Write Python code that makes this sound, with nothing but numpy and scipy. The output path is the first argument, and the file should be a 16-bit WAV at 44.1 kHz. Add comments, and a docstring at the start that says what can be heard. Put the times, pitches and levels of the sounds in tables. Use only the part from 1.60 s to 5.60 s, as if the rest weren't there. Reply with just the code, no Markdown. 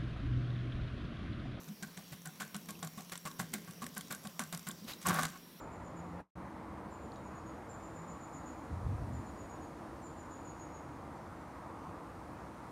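"""Low thuds, plastic rattles and sharp clicks, seven beats a second, close by in a small room.
It is the geared filament feeder of a 3D printer being nudged: the motor thuds and shakes the frame,
the teeth collide and ring the wheel and carriage, and now and then the plastic sticks and squeaks.
After a short rub the gears spin fast in one loud burst.
Under it all lie a hum, thin electronic whines and hiss."""
import sys
import numpy as np
from scipy import signal
from scipy.fft import rfft, irfft
from scipy.io import wavfile
from scipy.ndimage import uniform_filter1d

SR = 44100
rng = np.random.default_rng(int(sys.argv[2]) if len(sys.argv) > 2 else 0)


def to_wav(s):
    """Save 16-bit WAV."""
    ch = np.atleast_2d(s).T  # columns
    pcm = np.round(np.clip(ch, -1, 1) * 32767)  # PCM
    wavfile.write(sys.argv[1], SR, pcm.astype(np.int16))


N = 176400
TIME = np.arange(N) / SR
CLICK_DECAY_S = 0.0015

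# motor nudges (time [s], relative rattle level [dB], relative thud level [dB], thud pitch [Hz],
# time to thud peak [s], low, middle and high body accents [dB])
NUDGE_CUES = [(0.071, -63.5, -46.5, 181.4, 0.037, -2, -10, 5),
              (0.223, -47.654, -49, 190, 0.013, -2, -15, 2.5), (0.371, -56.5, -52, 182, 0.015, 10, -16, -8),
              (0.518, -52, -50, 180.6, 0.014, -14, -19, -17),
              (0.652, -50.5, -49.5, 171.3, 0.028, 7, -12, 12),
              (0.798, -43.5, -47.5, 195, 0.017, -8, -17, 4), (0.943, -52, -47, 184.5, 0.018, 3, -2, 6),
              (1.084, -48.5, -52, 185, 0.018, -15, -11, -14), (1.224, -46, -47, 172.7, 0.029, 2, -2, -5),
              (1.374, -50.5, -49.7, 212, 0.0055, 5.5, -0.5, -21),
              (1.516, -46.5, -51.5, 179, 0.018, -13, -16, -5),
              (1.652, -43.673, -48.5, 180, 0.0072, -12, 0.5, -11),
              (1.791, -40.5, -43, 172.7, 0.022, -3, -4.5, -6), (1.932, -43, -46, 182, 0.023, -15, -18, -10),
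              (2.071, -55, -51, 161, 0.029, -6, -6, 2), (2.216, -45.361, -46.5, 189, 0.022, 7, 5.5, 1),
              (2.361, -46, -51, 190.5, 0.024, 1, 1.5, 6),
              (2.503, -43.5, -51, 184.0, 0.023, -9, -10.5, -0.5),
              (2.646, -51, -49.5, 169.4, 0.02, 13, 4, 1), (2.797, -42.5, -45.4, 201, 0.01, -3, 1.5, 6),
              (2.924, -46.5, -47.5, 191.5, 0.026, -11, -9, -8),
              (3.066, -45.5, -46.5, 178, 0.024, -11, -5, 0),
              (3.216, -83, -50.5, 213.5, 0.031, -1, -6, -8.5)]
# gear rattle during the spin (time [s], relative level [dB])
SPIN_ENVELOPE = [(3.4, -79), (3.416, -58), (3.442, -64), (3.458, -36.5), (3.472, -33), (3.48, -36),
                 (3.49, -32.5), (3.508, -31), (3.512, -34), (3.572, -34.5), (3.578, -37), (3.594, -27),
                 (3.616, -44), (3.624, -34.5), (3.634, -37.5), (3.658, -38), (3.698, -64), (3.762, -50),
                 (3.778, -68), (3.79, -65)]
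# bright colour of a struck tooth (frequency [Hz], level [dB])
TOOTH_EQ = [(200, -8.5), (1500, 2.5), (2700, -1.5), (3700, 1.5), (4900, -2), (5800, 2), (6500, 0),
            (7400, 4.5), (9000, 0.5), (10200, -4.5), (11200, -0.5), (13000, -8.5), (16000, -22.5)]
# dark colour of the shaken frame (frequency [Hz], level [dB])
FRAME_EQ = [(25, -23), (60, -44.5), (85, -11), (110, -13), (130, -12.5), (160, 8), (185, -3), (230, -6),
            (300, -12.5), (450, -17.5), (1500, -72)]


def amp(db):
    """Decibels to gain."""
    return 10 ** (np.asarray(db) / 20)


def unit(x):
    """Scales to an rms of one."""
    return x / np.sqrt(np.mean(x ** 2) + 1e-20)


def curve_at(points, hz):
    """Reads a curve along a log-frequency axis."""
    f, value = np.transpose(points)
    return np.interp(np.log(hz + 1), np.log(f + 1), value)


def fader(rows):
    """Gain ride through (time [s], level [dB]) points; silent outside them."""
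    return amp(np.interp(TIME, *np.transpose(rows), left=-150, right=-150))


def add(mix, s, sound):
    """Mixes a sound in at s seconds."""
    part = mix[max(round(s * SR), 0):][:len(sound)]
    part += sound[:len(part)]


def drift(size, hz):
    """Random wandering of rms one, mostly slower than hz."""
    f = np.fft.rfftfreq(size, 1 / SR)
    return unit(irfft(rfft(rng.standard_normal(size)) * np.exp(-(f / hz) ** 2), size))


def response(eq, tilt_db=0, size=4096):
    """Minimum-phase impulse response of an EQ curve, tilted per octave from 2 to 11 kHz."""
    f = abs(np.fft.fftfreq(size, 1 / SR))
    octaves = np.log2(np.clip(f, 2000, 11000) / 2000)
    log_gain = np.log(amp(curve_at(eq, f) + tilt_db * octaves))
    h = np.fft.ifft(np.exp(signal.hilbert(log_gain).conj())).real[:size // 2]
    return h / np.linalg.norm(h)


def through(x, h):
    """Passes a sound through an impulse response."""
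    return signal.fftconvolve(x, h)[:len(x)]


def impacts(size, per_s):
    """Random tiny collisions of uneven strength."""
    chance, strength, sign = rng.random((3, size))
    strength_db = 3.5 * np.minimum(-np.log(strength + 1e-9), np.pi)
    return unit((chance < per_s / SR) * np.sign(sign - 0.5) * amp(strength_db))


def strike(envelope, h):
    """A swarm of collisions under an envelope rings a response, keeping the envelope's energy."""
    swarm = envelope * impacts(len(envelope), per_s=1600)
    return unit(through(swarm, h)) * np.sqrt(np.mean(envelope ** 2))


def idle():
    """The bed: faintly patchy hiss, the machine's wavering hum and the whine of its electronics."""
    # colour of the hiss (frequency [Hz], level [dB])
    hiss_eq = [(25, -14), (55, -25), (85, -3), (115, -4.5), (160, 1), (230, 5), (330, -1.5), (550, -4.5),
               (800, -9.5), (1050, -6), (1500, -11.5), (2500, -11.5), (4500, -12.5), (5600, -11.5),
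               (7500, -19), (9500, -18), (11300, -12.5), (13500, -14), (15300, -18.5), (16000, -13)]
    # hum of the idling machine (pitch [Hz], level [dB], waver [0-1])
    hums = [(173.3, -61, 0.51), (1031, -78.5, 0.9)]
    # electronic whines (pitch [Hz], level [dB], waver [0-1])
    whines = [(5602, -70.5, .45), (15252, -73, .25)]
    bands, _, noise = signal.stft(rng.standard_normal(N), SR, nperseg=2048)
    patches = uniform_filter1d(rng.standard_normal(noise.shape), size=40, axis=0)
    patches = unit(uniform_filter1d(patches, size=6, axis=1))
    hiss_db = curve_at(hiss_eq, bands)[:, None] + 2.17 * patches
    hiss = signal.istft(noise * amp(hiss_db), SR, nperseg=2048)[1][:N]
    out = amp(-56) * unit(hiss)
    for hz, db, waver in hums + whines:
        phase = 2 * np.pi * hz * TIME
        tone = (1 + waver * drift(N, hz=36)) * np.sin(phase)
        flutter = waver * drift(N, hz=14) * np.cos(phase)
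        out += amp(db) * unit(tone + flutter)
    return out


def stray_ticks():
    """Loose teeth tick faintly until the spin ends."""
    t = np.arange(SR // 50) / SR
    crack = unit(np.exp(-t / CLICK_DECAY_S) * rng.standard_normal(len(t)))
    ticks = through(through(impacts(N, per_s=60), crack), response(TOOTH_EQ))
    return amp(-68) * unit(ticks) * (TIME < SPIN_ENVELOPE[-1][0])


def gear_body(accents_db=(0, 0, 0)):
    """A blow to the gears: a dull knock and a short ring, accented by where the teeth meet."""
    # resonances of wheel and carriage (frequency [Hz], relative level [dB], t60 [s])
    modes = [(699, -4.5, 0.033), (752, -1.5, 0.069), (1112, 18, 0.033), (1126.4, -1.5, 0.055),
             (1174, -8, 0.033), (1376, -16, 0.043), (1456, -13.5, .045), (1600, -26, 0.083),
             (1504, 9, 0.016)]
    # colour of the knock (frequency [Hz], level [dB])
    knock_eq = [(60, -29), (150, -28), (280, -6.5), (450, -6), (620, -1), (750, 4.5), (900, -0.5),
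                (1020, -5.5), (1100, 7), (1230, -7), (1400, 1), (1560, 7), (1750, -9.5), (2100, -4),
                (2600, -17), (3800, -14), (6000, -22), (16000, -19)]
    # centres of the resonance groups (low [Hz], middle [Hz], high [Hz])
    centres = [750, 1100, 1550]
    octaves = np.log2(centres)

    def accent(hz):
        return np.interp(np.log2(hz), [octaves[0] - 1, *octaves, octaves[-1] + 0.5], [0, *accents_db, 0])

    t = np.arange(SR // 5) / SR
    body = amp(-34) * sum(amp(db + accent(hz) - 60 * t / t60) * np.cos(2 * np.pi * hz * t)
                          for hz, db, t60 in modes)
    knock = response([(hz, db + 0.77 * accent(hz)) for hz, db in knock_eq])
    add(body, 0, knock)
    return body / np.linalg.norm(body)


def gear_rattles():
    """At each nudge the teeth rattle and scrape, then knock back lightly as the wheel stops."""
    rise_s, hold_s, fall_db_per_s = 0.006, 0.0092, 475
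    backlash_s, backlash_width_s = 0.052, 0.0017
    out, t, tooth = np.zeros(N), np.arange(SR // 5) / SR, response(TOOTH_EQ)
    envelope = np.minimum(t / rise_s, 1) * amp(-fall_db_per_s * np.maximum(t - hold_s, 0))
    envelope += amp(-15.5) * np.exp(-((t - backlash_s) / backlash_width_s) ** 2)
    for s, db, _, _, _, *accents_db in NUDGE_CUES:
        rattle = amp(2.6) * strike(envelope, gear_body(accents_db))
        scrape = amp(-3.5) * strike(envelope, tooth)
        add(out, s, amp(db) * (rattle + scrape))
    return out


def motor_thuds():
    """The motor gives a few low cycles that swell and stop; the frame shudders on."""
    # heavy kick as the spin takes hold (time [s], relative level [dB], pitch [Hz], time to peak [s])
    spin_kick = (3.478, -33, 170, .024)
    rise_s, fall_s, shudder_db_per_s = 0.021, 0.015, 140
    glide_per_s, wobble, overtone_ratio = 1.3, 0.12, 1.635
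    out, t, frame = np.zeros(N), np.arange(SR // 5) / SR, response(FRAME_EQ)
    nudges = [(row[0], *row[2:5]) for row in NUDGE_CUES]
    for s, db, hz, peak_s in nudges + [spin_kick]:
        from_peak = t - peak_s
        pitch = hz * (1 + glide_per_s * from_peak + wobble * drift(len(t), hz=52.4))
        phase = 2 * np.pi * (np.cumsum(pitch) / SR + rng.random())
        width_s = np.where(from_peak < 0, rise_s, fall_s)
        swell = np.exp(-(from_peak / width_s) ** 2) * np.minimum(t / 0.0013, 1)
        tone = np.sqrt(2) * swell * (np.sin(phase) + amp(-24.5) * np.sin(overtone_ratio * phase))
        shudder = strike(amp(-shudder_db_per_s * t), frame)
        add(out, s, amp(db + 3.5) * tone + amp(db - 4) * shudder)
    return out


def tooth_clicks():
    """A tooth snaps against its neighbour: a bright crack with a little gear body behind it."""
    # tooth snaps (time [s], relative level [dB], treble tilt [dB/octave])
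    snaps = [(0.0873, -51, -2), (0.2253, -45, 0), (0.2304, -51, -2), (0.37, -68, -12), (0.3743, -47, -0.5),
             (0.3885, -58, 12), (0.6565, -44.5, 5), (0.6723, -44.5, 2), (0.8003, -51, -3),
             (0.8083, -41.5, -4.5), (0.8208, -44.5, 1), (0.8284, -49, -10), (0.945, -41.5, -1.5),
             (0.9535, -44.5, -5), (0.964, -42.5, 4), (1.0868, -48, -4), (1.106, -42, 6.5),
             (1.2283, -41.5, 1), (1.2468, -44, 8), (1.2729, -45, 1.5), (1.3751, -56, 9), (1.407, -48, 1),
             (1.4962, -48.5, 1), (1.5208, -43, -2), (1.5336, -43.5, -1), (1.555, -41.5, -1.5),
             (1.576, -43, 2.5), (1.6528, -46.5, -2), (1.6727, -43, -2), (1.7133, -48, -4), (1.7944, -41, 7),
             (1.8118, -48, 16), (1.9379, -34, 3.5), (2.1089, -49, 4), (2.2413, -44, -1), (2.265, -41, 2.5),
             (2.3487, -51, 7), (2.3783, -37, 11), (2.4091, -41.5, 0.5), (2.5, -66, 2), (2.5233, -41, 15),
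             (2.526, -40, -1.5), (2.5484, -44, 5), (2.639, -52, 7), (2.6716, -44.5, 1.5),
             (2.7934, -32.5, 1), (2.8118, -61, 7), (2.8372, -44.5, 1), (2.926, -38.5, 1),
             (2.947, -41.5, -0.5), (2.9743, -44, 2.5), (2.9935, -49, 2), (3.0866, -40, 5),
             (3.113, -44.5, 3), (3.3358, -49.5, 0), (3.463, -38.5, -4.5), (3.4683, -30, 16),
             (3.4865, -35, 28), (3.4946, -35.5, 0), (3.5419, -36.5, 17), (3.5916, -45, 6),
             (3.633, -33.5, -0.5), (3.6528, -33.5, -3.5)]
    rise_s, tail_s, eq_spread_db = 0.00091, 0.005, 2.5
    out, t = np.zeros(N), np.arange(SR // 10) / SR
    decay = np.exp(-t / CLICK_DECAY_S) + amp(-13) * np.exp(-t / tail_s)
    for s, db, tilt_db in snaps:
        crack = np.minimum(t / rise_s, 1) * decay * rng.standard_normal(len(t))
        eq = [(hz, band_db + eq_spread_db * rng.standard_normal()) for hz, band_db in TOOTH_EQ]
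        snap = through(crack, response(eq, tilt_db))
        body = amp(-15.5) * through(crack, gear_body())
        add(out, s, amp(db + 6.5) * (snap + body))
    return out


def plastic_squeaks():
    """Plastic sticks and slips for a few milliseconds with a rough pitch."""
    # slips of the plastic (time [s], pitch [Hz], level [dB])
    slips = [(1.155, 2900, -52), (1.389, 3600, -53.5), (2.411, 3400, -54), (3.110, 3700, -44),
             (3.251, 4000, -57), (3.336, 3950, -41.5)]
    width_s, roughness = 0.0018, 0.066
    out, t = np.zeros(N), np.arange(-0.02, 0.02, 1 / SR)
    envelope = np.exp(-(t / width_s) ** 2)
    for s, hz, db in slips:
        pitch = hz * (1 + roughness * drift(len(t), hz=800))
        phase = 2 * np.pi * np.cumsum(pitch) / SR
        add(out, s + t[0], amp(db) * np.sqrt(2) * np.sin(phase) * envelope)
    return out


def rub():
    """A soft, fine-grained slide leads into the spin."""
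    # swell of the rub (time [s], level [dB])
    swell = [(3.25, -79), (3.283, -45.5), (3.32, -46), (3.345, -65), (3.365, -78)]
    # colour of the rub (frequency [Hz], level [dB])
    rub_eq = [(200, -4), (800, 1.5), (1700, -1.5), (2600, -1), (4000, -0.5), (6000, -5), (9000, -11.5),
              (12000, -6), (16000, -14)]
    return fader(swell) * through(impacts(N, per_s=9000), response(rub_eq))


def gear_spin(layers=4):
    """The gears run fast: dense collisions ring the body and shake the frame, and the teeth tick."""
    # rumble of the frame (time [s], level [dB])
    rumble_ride = [(3.44, -60), (3.482, -34), (3.502, -36), (3.516, -37), (3.56, -50), (3.6, -40.5),
                   (3.66, -44.5), (3.69, -50), (3.74, -62)]
    # ticking of the teeth (time [s], level [dB])
    tick_ride = [(3.40, -86), (3.42, -47.5), (3.445, -59), (3.462, -47), (3.49, -37.5), (3.51, -53.5),
                 (3.58, -48.5), (3.6, -44), (3.66, -47), (3.68, -54.5), (3.78, -72)]

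    def clatter(h, per_s=900):
        return unit(through(impacts(N, per_s), h))

    ticks, t = np.zeros(N), np.arange(SR // 50) / SR
    for _ in range(layers):
        crack = np.exp(-t / CLICK_DECAY_S) * rng.standard_normal(len(t))
        ticks += clatter(through(crack, response(TOOTH_EQ)), per_s=460 / layers)
    rattle = amp(-1.34) * unit(sum(clatter(gear_body()) for _ in range(layers)))
    rumble = clatter(response(FRAME_EQ))
    return fader(SPIN_ENVELOPE) * rattle + fader(rumble_ride) * rumble + fader(tick_ride) * unit(ticks)


def room(x):
    """The small room answers with a short diffuse tail whose top end dies first."""
    # room decay (frequency [Hz], t60 [s])
    decay_times = [(150, 0.41), (1000, 0.39), (5000, 0.51), (15000, 0.11)]
    hz, t, noise = signal.stft(rng.standard_normal(SR // 2), SR, nperseg=256)
    decay = amp(-60 * t / curve_at(decay_times, hz)[:, None])
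    fade_in = np.minimum(t / 0.015, 1)
    tail = signal.istft(noise * decay * fade_in, SR, nperseg=256)[1]
    return through(x, tail / np.linalg.norm(tail))


def scene():
    """Gears and motor up front with a little room, over the idling machine; mono."""
    gears = gear_rattles() + tooth_clicks() + gear_spin() + rub() + plastic_squeaks() + stray_ticks()
    motor = motor_thuds()
    reverb = room(amp(-17) * gears + amp(-15) * motor)
    return (gears + motor + reverb + idle())[None]


def record(dry):
    """A steep low-pass trims the very top of the treble."""
    lowpass = signal.firwin(511, cutoff=15850, window=("kaiser", 9), fs=SR)
    return signal.oaconvolve(dry, lowpass[None], "same")


dry = scene()
out = record(dry)
to_wav(out)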